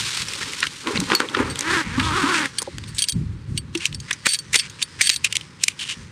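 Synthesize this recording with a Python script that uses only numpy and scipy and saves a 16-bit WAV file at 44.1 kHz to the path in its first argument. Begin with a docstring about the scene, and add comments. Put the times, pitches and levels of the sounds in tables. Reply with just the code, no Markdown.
"""A nylon camera backpack is swung off a shoulder, set on an upturned boat and unzipped by the sea.
Friction makes its weave hiss, its padding buckles, the hull thuds, and a slider trips over zip teeth.
A long lens is lifted out and fitted to its mount: impacts excite damped plastic shells, stick-slip
friction gives short scrapes, and a small loose metal part jingles in its free modes.
Turbulent wind bumps the microphone over a faint wash of surf."""
import sys
import numpy as np
from scipy import signal
from scipy.fft import rfft, irfft
from scipy.io import wavfile
from scipy.ndimage import uniform_filter1d, minimum_filter1d

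SR = 44100
rng = np.random.default_rng(int(sys.argv[2]) if len(sys.argv) > 2 else 0)


def put_to_file(sound):
    """Save the sound as 16-bit audio at rate SR, in the file named by the first command-line argument."""
    columns = np.atleast_2d(sound).T  # one column per channel
    safe = np.clip(columns, -1, 1)
    whole_steps = np.round(safe * 32767)
    wavfile.write(sys.argv[1], SR, whole_steps.astype(np.int16))


N = 269451
TIME = np.arange(N) / SR

# Modes of the loose metal part. Each row: frequency in Hz, relative level in dB, T60 in seconds.
METAL_MODES = [(1680, -13, .045), (2330, -17, .03), (3240, -9, .06), (4535, 0, .06), (4800, -7, .022),
               (5750, -11, .02), (8335, 0, .065), (8650, -8, .02), (9365, -1, .055), (12985, 2, .05)]


def gain_of(db):
    """Amplitude grows tenfold for every 20 dB."""
    return 10 ** (np.asarray(db) / 20)


def unit_rms(x):
    """Normalises a signal to unit mean power."""
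    return x / np.sqrt(np.mean(x ** 2) + 1e-20)


def equal_energy(x):
    """Normalises a transient to the energy of unit power held for 6 ms."""
    return x * np.sqrt(.006 * SR / (np.sum(x ** 2) + 1e-20))


def spectrum_db(points, hz):
    """Interpolates a spectrum on a logarithmic frequency axis."""
    knots_hz, db = np.transpose(points)
    return np.interp(np.log(hz + 1), np.log(knots_hz + 1), db)


def follow(rows):
    """Interpolates pairs of time and value linearly at every sample."""
    return np.interp(TIME, *np.transpose(rows))


def coloured(x, points):
    """Zero-phase filtering imposes a spectral envelope; the result has unit power."""
    response = gain_of(spectrum_db(points, np.fft.rfftfreq(N, 1 / SR)))
    return unit_rms(irfft(rfft(x) * response, N))


def band(x, lo_hz, hi_hz, order=2):
    """A causal, maximally flat band-pass filter."""
    edges_hz = [lo_hz, min(hi_hz, SR / 2 - 100)]
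    return signal.sosfilt(signal.butter(order, edges_hz, "band", fs=SR, output="sos"), x)


def resonate(x, hz, width_hz):
    """A driven, damped resonator of unit peak gain, whose frequency may move."""
    carrier = np.exp(2j * np.pi * np.cumsum(hz * np.ones(len(x))) / SR)
    pole = np.exp(-np.pi * width_hz / SR)
    return 2 * (carrier * signal.lfilter([1 - pole], [1, -pole], x / carrier + 1e-18)).real


def wander(per_s):
    """Random modulation: straight lines join normally distributed values."""
    knots = rng.standard_normal(N // 20)
    return np.interp(TIME * per_s, np.arange(len(knots)), knots)


def slips(per_s, spread_db):
    """Stick-slip friction is a random train of impulses, a few of them large."""
    size = gain_of(spread_db * np.minimum(rng.exponential(1, N), 4)) * rng.choice([-1, 1], N)
    return unit_rms(size * (rng.random(N) < per_s / SR))


def stroke(start, end, attack_s, release_s):
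    """The envelope of one move rises linearly, holds, and decays exponentially."""
    return np.clip((TIME - start) / attack_s, 0, 1) * np.exp(-np.clip((TIME - end) / release_s, 0, 20))


def strokes(rows, attack_s, release_s):
    """The envelope of a series of moves follows the strongest at each moment."""
    return np.max([gain_of(db) * stroke(start, end, attack_s, release_s) for start, end, db in rows], 0)


def add(mix, start, sound):
    """Superposes a sound on the mix from a start in seconds."""
    part = mix[max(round(start * SR), 0):][:len(sound)]
    part += sound[:len(part)]


def ring(modes, scatter_db):
    """Free vibration: one decaying sinusoid per mode, with random phase and scattered strength."""
    hz, db, t60 = np.transpose(modes)[:, :, None]
    t = TIME[:SR // 4]
    strength_db = db + scatter_db * rng.standard_normal(hz.shape)
    return gain_of(strength_db - 60 * t / t60) * np.sin(2 * np.pi * (hz * t + rng.random(hz.shape)))


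def small_radiator(x):
    """A body much smaller than the wavelength radiates almost no bass."""
    return band(x, 1800, 15000, order=3)


def nylon_swish():
    """Sliding friction makes the weave hiss against a shirt and against itself."""
    # Spectrum of sliding nylon. Each row: frequency in Hz, relative level in dB.
    spectrum = [(150, -14), (500, -15), (1100, -9), (2200, -3), (4200, -1), (6500, -5.5), (9000, -7.5),
                (12000, -6), (15500, -7)]
    # Moves of the bag. Each row: start and end in seconds, level in dB.
    swishes = [(-0.03, .22, -23), (.22, .67, -28.5), (.65, .86, -36), (.85, 1.19, -32), (1.19, 1.55, -38),
               (1.55, 1.68, -32), (1.68, 1.8, -25.5), (1.8, 1.97, -42.5), (1.95, 2.14, -32),
               (2.12, 2.45, -27.5)]
    sliding = slips(per_s=7000, spread_db=3)
    snags = slips(per_s=64, spread_db=4.5)
    threads = coloured(sliding + .19 * snags, spectrum)
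    # Patches of cloth tighten and slacken, so their ribbed weave sings at shifting pitches.
    ribs = sum(resonate(threads, hz * np.exp(.12 * wander(per_s=14)), width_hz=260)
               for hz in (1400, 2300, 3800, 8300))
    weave = unit_rms(threads + .17 * ribs) * gain_of(2 * wander(per_s=150))
    return weave * strokes(swishes, attack_s=.03, release_s=.025)


def padding_crumple():
    """Folds of padding buckle in coarse lumps as the load builds and settles."""
    # Spectrum of buckling padding. Each row: frequency in Hz, relative level in dB.
    spectrum = [(50, -31), (120, -16), (250, 7), (480, 1.5), (900, -0.5), (1500, -2.5), (2500, -8.5),
                (5000, -23)]
    # Loadings of the bag. Each row: peak time in seconds, relative level in dB,
    # seconds to build by 20 dB, seconds to settle by 20 dB.
    crumples = [(.42, -36, 0.4, .5), (.874, -23, 0.05, 0.33), (1.14, -17, 0.09, 0.06),
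                (1.202, -18.5, .005, 0.09), (1.398, -15.5, .1, 0.1), (1.477, -25.5, 0.04, 0.24)]
    folds = coloured(slips(per_s=3000, spread_db=2), spectrum) * gain_of(2 * wander(per_s=70) - 3.5)
    load_db = np.max([db - 20 * np.maximum((peak - TIME) / build_s, (TIME - peak) / settle_s)
                      for peak, db, build_s, settle_s in crumples], axis=0)
    return folds * gain_of(load_db)


def wind():
    """Turbulent pressure buffets the microphone, deeper in the stronger gusts."""
    # Gusts. Each row: start and end in seconds, level in dB.
    gusts = [(-0.04, .05, -38.5), (.92, 1.05, -37), (1.36, 1.52, -32.5), (1.66, 1.74, -38.5),
             (1.84, 1.95, -33), (1.95, 2.11, -26.5), (2.19, 2.22, -36), (2.71, 2.94, -35.5),
             (3.125, 3.2, -23.5), (3.22, 3.32, -28), (3.37, 3.46, -37.5), (3.465, 3.55, -27),
             (3.6, 3.72, -37.5), (3.87, 4.0, -34), (4.44, 4.55, -42.5), (5.95, 6.08, -41)]
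    # Spectrum of the buffeting. Each row: frequency in Hz, relative level in dB.
    spectrum = [(22, -32), (45, -27), (75, -0.5), (140, 4), (220, -6), (350, -16), (600, -43),
                (1500, -45.5)]
    breeze = gain_of(-48 + 3 * wander(per_s=9))
    strength = np.maximum(breeze, strokes(gusts, attack_s=.028, release_s=.062))
    buffet = coloured(rng.standard_normal(N), spectrum)
    rumble = unit_rms(band(rng.standard_normal(N), 45, 116.6, order=3))
    buffet += np.minimum(strength / gain_of(-34), 1) * rumble
    running_rms = np.sqrt(uniform_filter1d(buffet ** 2, size=1800))
    return strength * buffet / running_rms


def surf():
    """Distant waves sum incoherently to a broadband noise that swells slightly."""
    # Spectrum of the surf. Each row: frequency in Hz, relative level in dB.
    spectrum = [(30, -27), (70, 7.5), (150, 10), (400, 4.5), (1000, 0), (1800, -1.5), (4000, -9.5),
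                (8000, -22), (15000, -12.5)]
    return coloured(rng.standard_normal(N), spectrum) * gain_of(-50 + .5 * wander(per_s=1.45))


def plastic_clacks():
    """Impact excitation: hard edges skid, catch and rebound, driving a heavily damped shell."""
    # Knocks of buckles and lens parts, and of the zip slider at its stop. Each row: time in seconds, shell
    # level in dB, # shell resonance in Hz, crack level in dB, hollow knock level in dB, contact T60 in seconds.
    # Levels are relative.
    impacts = [(0.2853, -22, 5750, -25, -37, 0.026), (.3361, -24, 2740, -24, -54, 0.011),
               (.5349, -26, 2500, -26, -58, 0.009), (.6047, -22, 5680, -19.5, -48, .014),
               (.6298, -12, 1610, -38, -33, 0.019), (.6393, -21, 1800, -28, -46, .01),
               (.6696, -19.5, 3120, -25, -38, 0.011), (0.8728, -18, 1080, -27.5, -29, .02),
               (.9756, -17.5, 3840, -39, -25.5, .01), (1.003, -19.5, 3870, -15.5, -50, 0.0082),
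               (1.102, -16.5, 1060, -34, -48, 0.016), (1.1192, -13.5, 1770, -35, -17, .004),
               (1.134, -16, 980, -37, -40, .02), (1.151, -14, 4600, -12.5, -42, 0.012),
               (1.2033, -13, 1450, -19.5, -19.5, .008), (1.288, -25.5, 3200, -45, -52, 0.0054),
               (1.3492, -13, 1400, -34, -50, 0.033), (1.3704, -20, 1360, -35, -18, 0.022),
               (1.5579, -26, 3130, -25.5, -41, .01), (1.592, -26, 3400, -16.5, -35, 0.014),
               (1.609, -25, 2240, -16.5, -37, 0.0072), (1.999, -14, 1590, -24, -41, .028),
               (2.458, -21.5, 1700, -23.5, -45, 0.016), (2.6199, -35, 5600, -18, -29, 0.013),
               (2.627, -47, 5400, -22, -33, 0.014), (2.7839, -30, 1940, -27.5, -40, 0.0078),
               (2.8389, -33.5, 3670, -40, -44, .018), (3.7525, -18.5, 2900, -22.5, -34, 0.019),
               (3.8559, -11, 2800, -13, -45, 0.012), (3.9276, -30, 2920, -35, -55, 0.013),
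               (4.1107, -14, 1870, -18.5, -34, 0.017), (4.2597, -14.5, 2050, -14, -33, 0.047),
               (4.2678, -0.5, 2050, 0, -11, 0.024), (4.5331, -20, 2130, -14.5, -52, 0.036),
               (4.5446, -11.5, 2200, -11, -31, 0.026), (4.559, -3.5, 3230, 0.5, -18.5, 0.026),
               (4.5968, -8.5, 5060, -19, -60, 0.022), (5.0115, -10, 2230, -16, -33, .02),
               (5.0161, -5.5, 2170, 1, -29, 0.019), (5.094, -7, 4530, -11, -38, 0.0083),
               (5.0996, -1.5, 3920, -2.5, -30.5, 0.015), (5.2472, -9.5, 2620, -9.5, -60, 0.035),
               (5.3268, -19, 2720, -17.5, -50, .013), (5.3557, -17, 2690, -15.5, -60, 0.022),
               (5.3683, -14.5, 3270, -13.5, -55, 0.0069), (5.4117, -29.5, 3140, -36, -46, .012),
               (5.6384, -5.5, 3860, 0, -55, 0.016), (5.683, -9, 2480, -7, -55, .014)]
    skid_db, skid_t60_s = -33.5, .21
    out, lead = np.zeros(N), SR // 35
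    t = TIME[:SR // 9] - lead / SR
    from_peak = np.where(t < 0, -t * 2.6, t)  # the force builds faster than it dies
    for time, shell_db, hz, crack_db, knock_db, t60 in impacts:
        # A brief hard contact lies inside a softer, longer skid.
        contact = gain_of(-60 * from_peak / t60) + gain_of(skid_db - 60 * from_peak / skid_t60_s)
        force = equal_energy(rng.choice([-1, 1], len(t)) * contact) + .22 * equal_energy(1. * (t == 0))
        low_edge_hz = np.clip(.79 * hz, 800, 2100)
        broad = equal_energy(band(force, low_edge_hz, 3990, order=3))
        resonant = equal_energy(resonate(band(force, low_edge_hz, 5050), hz, width_hz=420))
        shell = gain_of(shell_db) * equal_energy(broad + 1.64 * resonant)
        crack = gain_of(crack_db) * equal_energy(band(force, 3910, 13900, order=3))
        knock = gain_of(knock_db + 1) * equal_energy(band(force, 193, 1000))
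        add(out, time - .0005 - lead / SR, shell + crack + knock)
    return gain_of(-1.5) * out


def scrapes():
    """Short bursts of stick-slip friction drive the resonance of what is rubbed."""
    # Scrapes of straps, fingers and lens barrel.
    # Each row: start and end in seconds, level in dB, resonance in Hz.
    slides = [(0.402, 0.443, -28.5, 1900), (0.612, 0.665, -28.5, 1520), (0.946, 0.978, -24.5, 2360),
              (1.092, 1.155, -24.5, 1400), (1.19, 1.232, -28, 1400), (1.4, 1.464, -36, 1100),
              (1.838, 1.984, -38, 2200), (2.014, 2.11, -29.5, 3400), (2.597, 2.63, -40.5, 1470),
              (2.941, 2.98, -34.5, 8000), (2.327, 2.405, -23.5, 2400), (3.791, 3.884, -30, 2580),
              (4.071, 4.156, -36, 2000), (4.535, 4.573, -19, 2190), (4.603, 4.682, -35, 2380),
              (4.784, 4.83, -37, 2550), (4.815, 4.828, -25, 2670), (5.299, 5.345, -36, 2900),
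              (4.985, 5.025, -31.5, 1970), (5.238, 5.282, -27, 2680), (5.583, 5.738, -37.5, 2800),
              (5.785, 5.85, -26.5, 3100), (5.831, 5.958, -33, 2940), (5.882, 5.931, -29.5, 2770)]
    out, friction = np.zeros(N), slips(per_s=3800, spread_db=4)
    for start, end, db, hz in slides:
        burst = friction[round(start * SR):][:round((end - start) * SR)]
        rasp = band(burst, min(.6 * hz, 2200), 3.6 * hz)
        sound = unit_rms(unit_rms(rasp) + 1.35 * unit_rms(resonate(rasp, hz, width_hz=510)))
        add(out, start, gain_of(db) * sound * signal.windows.tukey(len(sound), .5))
    return out


def thuds():
    """A soft impact swells over a few milliseconds into one low, quickly damped mode."""
    # The bag and the hull under it taking weight.
    # Each row: start in seconds, relative level in dB, frequency in Hz, T60 in seconds.
    blows = [(.875, -29, 340, .14), (.905, -19.5, 407, .07), (.954, -18, 230, 0.058),
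             (.986, -21, 182.5, .18), (1.019, -17.5, 278, .07), (1.116, -21.5, 209, .07),
             (1.396, -14.5, 255, 0.072), (1.863, -20.5, 204, .05), (1.977, -16.5, 257.4, .14),
             (2.237, -14, 280, 0.094), (2.673, -19, 807, 0.022), (2.676, -12.5, 560, 0.021),
             (2.68, -31, 345, 0.063), (3.15, -22.5, 170.7, 0.26), (3.752, -19.5, 336, 0.094)]
    out, t = np.zeros(N), TIME[:SR // 4]
    swell = 1 - np.exp(-t / .0032)
    for start, db, hz, t60 in blows:
        add(out, start, gain_of(db + 5.5 - 60 * t / t60) * swell * np.sin(2 * np.pi * hz * t))
    return out


def tab_ping():
    """A zip tab, struck once, vibrates freely in its inharmonic modes."""
    # Modes of the tab. Each row: frequency in Hz, relative level in dB, T60 in seconds.
    tab_modes = [(4377, 0, .095), (4560, -5, .05), (12050, 10, .025), (12480, 5, .025)]
    out = np.zeros(N)
    add(out, start=1.1505, sound=gain_of(-11) * ring(tab_modes, scatter_db=0).sum(0))
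    return small_radiator(out)


def metal_chatter():
    """After a jolt the loose metal rebounds many times; each bounce excites its impulse response."""
    # Bouts of chatter. Each row: start and end in seconds, relative level in dB.
    bouts = [(1.496, 1.514, -24.5), (2.871, 2.893, -34), (2.988, 3.011, -22.5), (4.27, 4.355, -13),
             (4.55, 4.603, -15), (5.016, 5.081, -12), (5.105, 5.143, -13.5)]
    fade_db, edge_s = -4.5, .0053
    envelope = sum(gain_of(follow([(start, db), (end, db + fade_db)]))
                   * stroke(start, end, edge_s, edge_s) for start, end, db in bouts)
    bounces = slips(per_s=1000, spread_db=.8) * envelope
    response = ring(METAL_MODES, scatter_db=1).sum(0)
    ringing = signal.oaconvolve(bounces, response / np.linalg.norm(response))[:N]
    scraping = band(bounces, 1440, 7700)
    return small_radiator(gain_of(-2.5) * ringing + gain_of(-1.5) * scraping)


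def slider(teeth_per_s):
    """A slider trips over the teeth in a quasi-periodic impulse train and rasps between them."""
    teeth_passed = np.cumsum(teeth_per_s * (1 + .042 * wander(per_s=260))) / SR
    trips = np.diff(np.floor(teeth_passed), prepend=0)
    ticks = unit_rms(trips * gain_of(2.2 * rng.standard_normal(N)))
    rasp = unit_rms(rng.standard_normal(N) * np.exp(-(teeth_passed % 1) / .5))
    return ticks + .5 * rasp


def zipper():
    """Forced vibration: two sliders drive the cloth and the taut flap, which radiate the tooth impacts."""
    # Pace of the leading slider. Each row: time in seconds, speed in teeth per second.
    pace = [(1.56, 245), (1.74, 372), (1.9, 214), (2.04, 326), (2.12, 312), (2.18, 409), (2.245, 305),
            (2.3, 370), (2.46, 265)]
    # Response of the cloth. Each row: frequency in Hz, relative level in dB.
    cloth_response = [(40, -25), (120, 1), (320, 4), (520, -4.5), (950, 0.5), (1500, -2), (2300, -4),
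                      (3400, -7), (6000, -17.5), (9000, -18), (13000, -20)]
    # Pulls on the zip; the flap's resonance glides as the slider rounds the bag. Each row: start and
    # end in seconds, first and last relative level in dB, first and last flap resonance in Hz.
    pulls = [(1.56, 1.71, -42.5, -19, 2160, 1850), (1.69, 1.815, -21, -23, 1830, 1690),
             (1.82, 1.97, -33, -28, 2010, 1730), (1.97, 2.3, -28.5, -21.5, 1170, 1399),
             (2.28, 2.46, -22.5, -22.5, 1410, 1870)]
    db_per_doubling, usual_teeth_per_s = 6, 331  # a faster slider is louder
    speed = follow(pace)
    teeth = slider(speed) + .45 * slider(speed * .85 * np.exp(.13 * wander(per_s=14)))
    # Bending waves along the tape are dispersive: the treble arrives before the bass.
    lag_turns = .06 * np.sqrt(np.fft.rfftfreq(N, 1 / SR))
    dispersed = irfft(rfft(teeth) * np.exp(-2j * np.pi * lag_turns), N)
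    cloth = coloured(dispersed, cloth_response)
    pull, flap_hz = np.zeros(N), np.full(N, pulls[0][4])
    for start, end, first_db, last_db, first_hz, last_hz in pulls:
        effort = gain_of(follow([(start, first_db), (end, last_db)]))
        pull = np.maximum(pull, effort * stroke(start, end, attack_s=.011, release_s=.01))
        flap_hz = np.where(TIME < start, flap_hz, follow([(start, first_hz), (end, last_hz)]))
    flap = unit_rms(resonate(cloth, flap_hz * np.exp(.08 * wander(per_s=22)), width_hz=280))
    speed_gain = gain_of(db_per_doubling * np.log2(speed / usual_teeth_per_s))
    return unit_rms(cloth + .61 * flap) * pull * speed_gain


def hand_rubs():
    """Friction of skin on the gear gives a soft noise whose resonances shift with the grip."""
    # Spectrum of rubbing skin. Each row: frequency in Hz, relative level in dB.
    spectrum = [(300, -6.5), (1000, -3), (2000, -2), (5000, -2), (7000, -6.5), (9000, -6), (12000, -14),
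                (15500, -5)]
    # Shifts of the hands. Each row: start and end in seconds, relative level in dB.
    shifts = [(2.42, 2.66, -42.5), (2.66, 3.03, -46), (3.03, 3.7, -58), (3.72, 3.87, -42.5),
              (4.0, 5.45, -45.5), (5.45, 5.75, -50.5), (5.75, 6.02, -43.5)]
    rub = coloured(slips(per_s=6000, spread_db=4), spectrum)
    grip = sum(resonate(rub, hz * np.exp(.15 * wander(per_s=7)), width_hz=350) for hz in (1900, 5000))
    flicker = gain_of(.8 * wander(per_s=25) + 1.5)
    return unit_rms(rub + grip) * flicker * strokes(shifts, attack_s=.026, release_s=.068)


def metal_clinks():
    """The loose metal slides up to each impact, ticks on contact and rings in its free modes."""
    # Strikes. Each row: time in seconds, relative tick level in dB, relative ring level in dB.
    strikes = [(2.5846, -13, -25.5), (2.983, -13.5, -34), (2.9903, -13, -27), (3.021, -12, -24.5),
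               (3.04, -13.5, -31.5), (3.0855, -12, -29), (3.0944, -14.5, -28), (3.1217, -19, -39.5),
               (3.5761, -15, -28.5), (3.775, -21.5, -46), (3.8629, -17, -45), (3.946, -21, -44),
               (4.0014, -26.5, -52), (4.1294, -15.5, -52), (4.2904, -13, -21), (4.2975, -14, -27),
               (4.334, -12, -18), (4.345, -8.5, -35), (4.3888, -22, -35.5), (4.589, -18, -25.5),
               (4.698, -29.5, -49), (4.8258, -8, -32.5), (5.0225, -6, -26), (5.071, -7.5, -19.5),
               (5.161, -11.5, -35)]
    tick_t60_s, slide_t60_s = .026, .085
    out, t = np.zeros(N), TIME[:SR // 4]
    mode_db = np.where(np.transpose(METAL_MODES)[0] > 7000, 8.5, 9)
    for time, tick_db, ring_db in strikes:
        ringing = gain_of(ring_db + mode_db) @ ring(METAL_MODES, scatter_db=3.5)
        contact = band(rng.standard_normal(len(t)) * gain_of(-60 * t / tick_t60_s), 2700, 11400)
        # Each strike lands on another spot, with its own damped resonance.
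        spot = resonate(contact, rng.uniform(2900, 6800), width_hz=380)
        tick = equal_energy(equal_energy(contact) + .7 * equal_energy(spot))
        add(out, time, gain_of(tick_db - 5) * tick + ringing)
        slide = band(rng.standard_normal(len(t)) * gain_of(-60 * t[::-1] / slide_t60_s), 1900, 8300)
        add(out, time - t[-1], gain_of(tick_db - 21) * equal_energy(slide))
    return small_radiator(out)


def limiter(x):
    """Peak limiting: the gain drops at once on a loud clack and recovers at a steady rate."""
    threshold_db, recovery_db_per_s, window = -7.5, 78, 90  # the window looks 1 ms ahead
    power_db = 10 * np.log10(abs(uniform_filter1d(x ** 2, window)) + 1e-12)
    recovery_db = TIME * recovery_db_per_s
    held_db = np.maximum.accumulate(power_db + recovery_db, axis=-1) - recovery_db
    excess_db = np.maximum(held_db - threshold_db, 0)
    gain_db = minimum_filter1d(-excess_db, window)
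    return x * gain_of(uniform_filter1d(gain_db, window))


def scene():
    """Free-field superposition: in the open air the direct sounds add, without echoes."""
    bag = nylon_swish() + padding_crumple() + zipper() + thuds() + tab_ping()
    gear = plastic_clacks() + scrapes() + metal_chatter() + hand_rubs() + metal_clinks()
    return (bag + gear + wind() + surf())[None]


def record(dry):
    """The microphone port acts as a minimum-phase filter; limiting, clipping and a low-pass follow."""
    # The microphone's bass fall, port dip and treble fall. Each row: frequency in Hz, gain in dB.
    response = [(20, -12), (55, 1), (100, 0.5), (400, 0.5), (560, -1.5), (685, -18), (800, -4), (1000, 1),
                (9400, -2), (10300, -14.5), (13000, -20.5), (15500, -35)]
    size, cutoff_hz = 4096, 15900
    log_gain = np.log(gain_of(spectrum_db(response, abs(np.fft.fftfreq(size, 1 / SR)))))
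    minimum_phase = np.exp(np.conj(signal.hilbert(log_gain)))
    port = np.fft.ifft(minimum_phase).real[:size // 2]
    picked_up = signal.oaconvolve(dry, port[None])[:, :N]
    clipped = np.clip(limiter(picked_up), -1, 1)
    low_pass = signal.firwin(255, cutoff_hz, window=("kaiser", 8), fs=SR)
    return signal.oaconvolve(clipped, low_pass[None], "same")


dry = scene()
out = record(dry)
put_to_file(out)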